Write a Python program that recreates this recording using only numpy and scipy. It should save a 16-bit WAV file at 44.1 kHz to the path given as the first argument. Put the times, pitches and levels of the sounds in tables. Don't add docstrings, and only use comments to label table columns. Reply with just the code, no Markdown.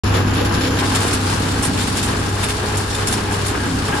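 import sys
import numpy as np
from scipy import signal
from scipy.fft import rfft, irfft
from scipy.io import wavfile
from scipy.ndimage import uniform_filter1d

SR = 44100
rng = np.random.default_rng(int(sys.argv[2]) if len(sys.argv) > 2 else 0)


def unload_wav(signal):
    wavfile.write(
        sys.argv[1],
        SR,
        np.round(np.clip(np.atleast_2d(signal).T, -1, 1) * 32767).astype(np.int16),
    )


N = 176400
TIME, FREQS = np.arange(N) / SR, np.fft.rfftfreq(N, 1 / SR)
FIRINGS_PER_TURN, PUFF_DECAY_S = 1.5, .014


def undb(db):
    return 10 ** (np.asarray(db) / 20)


def unit(x):
    return x / np.sqrt(np.mean(x ** 2))


def curve(table):
    return np.interp(TIME, *np.array(table).T)


def per_bin(table):
    hz, values = np.array(table).T
    return np.interp(np.log(FREQS + 1), np.log(hz), values)


def waver(rate_hz):
    hold = int(SR / rate_hz)
    steps = np.repeat(rng.standard_normal(N // hold + 1), hold)
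    return unit(uniform_filter1d(uniform_filter1d(steps, hold), hold)[:N])


def colour(x, spectrum):
    cepstrum = irfft(np.log(undb(per_bin(spectrum))), N)
    cepstrum[1:N // 2] *= 2
    cepstrum[N // 2 + 1:] = 0
    return unit(irfft(rfft(x) * np.exp(rfft(cepstrum)), N))


def decay(kicks, decay_s):
    return signal.lfilter([1], [1, -np.exp(-1 / (decay_s * SR))], kicks)


def grains(scatter_db=0, samples_apart=60):
    count = N // samples_apart
    starts = rng.integers(0, N, count)
    strength = undb(scatter_db * rng.uniform(-1.3, 1, count))
    power = decay(np.bincount(starts, strength ** 2, N), decay_s=.0028)
    return rng.standard_normal((2, N)) * np.sqrt(power + np.mean(power))


def strokes(cycles, decay_s, scatter_db=1, jitter_s=0):
    starts = np.flatnonzero(np.diff(np.floor(cycles)) > 0)
    strength, delay = rng.standard_normal((len(starts), 2)).T
    starts += (jitter_s * SR * delay).astype(int)
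    return decay(np.bincount(starts % N, undb(scatter_db * strength), N), decay_s)


def ring(impacts, modes, ring_db):
    out = impacts
    for hz, width, db in modes:
        drive = impacts * undb(3.3 * waver(25.19))
        out = out + undb(db + ring_db) * signal.lfilter(*signal.iirpeak(hz, hz / width, SR), drive)
    return out


def harmonics(cycles, orders, waver_db=1.6, swing_rad=.2):
    out = 0
    for multiple, db in orders.items():
        gain = undb(db + waver_db * waver(12))
        phase = 2 * np.pi * (multiple * cycles + rng.random()) + swing_rad * waver(13)
        out = out + gain * np.sin(phase)
    return np.sqrt(2) * out


# frequency in Hz, likeness of the two sides from -1 to 1.
STEREO_LIKENESS = [(60, .99), (125, .93), (270, .87), (520, .33), (1000, .2), (7000, .06)]
# frequency in Hz, left minus right in dB.
STEREO_BALANCE = [(400, 0), (650, -1.5), (950, 3.5), (2400, 0.5), (3400, 1), (5400, 8.5), (7100, 0),
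                  (10000, -8), (11700, -0.5)]
def spread(pair):
    likeness, tilt = per_bin(STEREO_LIKENESS), undb(per_bin(STEREO_BALANCE))
    mid, side = rfft(pair) * np.sqrt([1 + likeness, 1 - likeness])
    return irfft(np.array([(mid + side) * tilt, mid - side]) / np.sqrt(1 + tilt ** 2), N)


# time in seconds, pitch in Hz, level in dB.
WHINE = [(1.6, 420, -42), (2.45, 413.3, -33.5), (2.72, 423, -35), (2.92, 413, -41.5), (3.1, 421, -31.5),
         (3.4, 407.8, -34.5), (3.65, 414, -37.5)]
def whine(octave_db=-4.5):
    times, hz, db = np.array(WHINE).T
    cycles = np.cumsum(np.interp(TIME, times, hz)) / SR
    return harmonics(cycles, {.5: octave_db, 1: 0}) * undb(np.interp(TIME, times, db))


# frequency in Hz, width in Hz, relative level in dB.
STEEL_MODES = [(3608, 50, -6.5), (4466, 35, -4.5), (5346, 42, 1), (7255, 140, -3), (8648, 120, -5),
               (10115, 100, 0)]
# frequency in Hz, relative level in dB.
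TICK_SPECTRUM = [(1000, -10.5), (2300, -0.5), (4300, 4.5), (6300, 0), (9700, -2), (12800, -14.5),
                 (13800, -37)]
# time in seconds, level of the ticking in dB.
TICK_LEVEL = [(0.05, -30.5), (.27, -33.5), (.95, -26.5), (2.2, -29), (4, -30.5)]
def valve_gear(turns, steady=2.4, flutter_db=1.19):
    ticks = (strokes(turns, decay_s=.02) + steady) * grains()
    ringing = ring(ticks, STEEL_MODES, ring_db=.5 + .5 * TIME)
    return colour(spread(ringing), TICK_SPECTRUM) * undb(curve(TICK_LEVEL) + flutter_db * waver(39.4))


def ping(start_s=2.949, peak_db=-23):
    hz, width, _ = STEEL_MODES[0]
    age = np.maximum(TIME - start_s, 0)
    return undb(peak_db) * np.sin(2 * np.pi * hz * age) * np.exp(-np.pi * width * age / 2)


# start in seconds, relative level in dB, length in seconds, clank over chatter in dB.
RATTLE_BURSTS = [(0.139, -20.5, 0.035, 5.5), (0.332, -26, 0.086, 5.5), (0.446, -18.5, 0.012, 1),
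                 (0.537, -20.5, 0.014, 1.5), (0.607, -23.5, 0.067, 6), (0.785, -24.5, 0.015, 9.5),
                 (0.947, -12.5, 0.016, -1.5), (1, -18.5, .04, -3.5), (1.064, -17.5, 0.017, -1),
                 (1.128, -15.5, 0.015, 0), (1.624, -13.5, 0.034, -8), (1.774, -20.5, 0.059, 2.5),
                 (1.87, -18.5, 0.014, -0.5), (1.96, -17.5, 0.022, 0), (2.027, -16.5, 0.028, -4),
                 (2.428, -17, 0.013, 1), (2.485, -19.5, 0.022, 1), (2.768, -17.5, 0.017, -5),
                 (2.946, -16, 0.0064, -10), (3.07, -12, 0.0081, -7), (3.1, -22, 0.031, 2),
                 (3.124, -15, 0.018, -3.5), (3.308, -23.5, 0.04, -23), (3.461, -16.5, 0.025, -4)]
# frequency in Hz, relative level in dB.
CHATTER_SPECTRUM = [(1500, -17), (4500, 4.5), (8700, 10.5), (10200, 7.5), (11500, 0.5), (12800, 1),
                    (13600, -42)]
CLANK_SPECTRUM = [(500, -6.5), (1500, 6.5), (3500, 6), (5400, -2.5), (8000, -18)]
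def loose_parts(attack_s=.002, release_s=.017, gain_db=-8):
    chatter_power = clank_power = out = 0
    for start, db, length, clank_db in RATTLE_BURSTS:
        attack = np.clip((TIME - start) / attack_s, 0, 1)
        release = np.exp(-np.maximum(TIME - start - length, 0) / release_s)
        burst = undb(db) * attack * release
        chatter_power += burst ** 2
        clank_power += (burst * undb(clank_db)) ** 2
    for power, spectrum in ((chatter_power, CHATTER_SPECTRUM), (clank_power, CLANK_SPECTRUM)):
        impacts = np.sqrt(power) * grains(scatter_db=13.5, samples_apart=90)
        ringing = ring(impacts, STEEL_MODES, ring_db=7.5)
        out += colour(spread(ringing), spectrum) * np.sqrt(np.mean(power))
    return out * undb(gain_db)


DRONE_ORDERS = {5: -6.5, 8: 0, 9: -2.5}
# time in seconds, gain of the drone in dB.
DRONE_GAIN = [(.4, -34), (.75, -26), (1, -34), (1.5, -29.5), (2.7, -43.5), (3.6, -38), (3.7, -25.5),
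              (4, -36)]
def hood_drone(turns):
    return harmonics(turns, DRONE_ORDERS) * undb(curve(DRONE_GAIN))


# time of the peak in seconds, level there in dB.
GROWL_SURGES = [(.17, -24), (.43, -25), (.67, -26)]
# frequency in Hz, relative level in dB.
GROWL_SPECTRUM = [(250, -26.5), (490, 10), (900, -30.5)]
def hood_growl(turns, width_s=.057, steady=.5):
    surges = sum(undb(db) * np.exp(-((TIME - peak) / width_s) ** 2) for peak, db in GROWL_SURGES)
    puffs = strokes(turns * FIRINGS_PER_TURN, PUFF_DECAY_S) + steady
    return colour(spread(puffs * rng.standard_normal((2, N))), GROWL_SPECTRUM) * surges


HUM_ORDERS = {1: -38.5, 2: -31.5, 3: -24.5}
# time in seconds, gain of the hum in dB.
HUM_GAIN = [(0, 2), (.45, 2.5), (1, 0), (1.8, -2.5), (3.15, -1), (3.5, -4), (4, -3)]
def shaft_hum(turns):
    return harmonics(turns, HUM_ORDERS) * undb(curve(HUM_GAIN))


# frequency in Hz, width in Hz, relative level in dB.
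BLOCK_MODES = [(476, 8, -1.5), (826, 30, -3), (1615, 30, -1.5)]
# frequency in Hz, relative level in dB.
KNOCK_SPECTRUM = [(250, -9.5), (370, 2.5), (460, 0.5), (600, -4), (830, -1), (1050, 0), (1700, -3.5),
                  (2100, -9), (3000, -9.5), (6000, -35.5)]
# time in seconds, level of the knock in dB.
KNOCK_DB = [(.17, -22), (.28, -23.5), (.67, -23), (.9, -22.5), (2.6, -25), (4, -24)]
def block_knock(turns, steady=3.1):
    blows = strokes(turns * FIRINGS_PER_TURN, decay_s=.0032, jitter_s=.004)
    ringing = ring((blows + steady) * grains(), BLOCK_MODES, ring_db=.5)
    return colour(spread(ringing), KNOCK_SPECTRUM) * undb(curve(KNOCK_DB) + 1.2 * waver(22.07))


# frequency in Hz, relative level in dB.
RUMBLE_SPECTRUM = [(15, -43), (38, -13), (50, 6), (78, 4), (116, 7.5), (145, 2.5), (220, -41.5)]
BOOM_SPECTRUM = [(90, -29), (140, -2), (205, 2), (290, 2), (370, -4.5), (500, -22.5), (1000, -59.5)]
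# time in seconds, level in dB.
RUMBLE_DB = [(0, -23), (.5, -26.5), (1.1, -29), (2.25, -27.5), (3.3, -32), (3.6, -27.5), (4, -31.5)]
BOOM_DB = [(0, -22), (.7, -24.5), (1.05, -27.5), (1.4, -25.5), (2, -25.5), (2.55, -31), (2.98, -30.5),
           (3.15, -26.5), (3.62, -28), (3.68, -26), (4, -29)]
def exhaust(turns):
    puffs = strokes(turns * FIRINGS_PER_TURN, PUFF_DECAY_S)
    out = 0
    for spectrum, level in ((RUMBLE_SPECTRUM, RUMBLE_DB), (BOOM_SPECTRUM, BOOM_DB)):
        gas = spread(puffs * rng.standard_normal((2, N)))
        out += colour(gas, spectrum) * undb(curve(level))
    return out


# time in seconds, shaft speed in turns per second.
SHAFT_SPEED = [(0, 32.55), (.55, 32.55), (.75, 32.2), (1.9, 32.2), (2.3, 32.55), (2.9, 32.9), (3.35, 32.8),
               (4, 32.4)]
def scene():
    turns = np.cumsum(curve(SHAFT_SPEED) * (1 + .002 * waver(8))) / SR
    bodywork = loose_parts() + ping() + hood_drone(turns) + hood_growl(turns)
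    engine = valve_gear(turns) + shaft_hum(turns) + block_knock(turns) + exhaust(turns)
    return whine() + bodywork + engine


def record(dry, start_s=.035, gap_end_s=.78, gap_hz=(7700, 9100), top_hz=14300):
    band = irfft(rfft(dry) * ((FREQS > gap_hz[0]) & (FREQS < gap_hz[1])), N)
    gap = np.clip((gap_end_s - TIME) / .02 + 1, 0, 1)
    fade_in = np.clip((TIME - start_s) / .002, 0, 1)
    lowpass = signal.ellip(8, .2, 80, top_hz, fs=SR, output="sos")
    return signal.sosfilt(lowpass, (dry - band * gap) * fade_in)


dry = scene()
out = record(dry)
unload_wav(out)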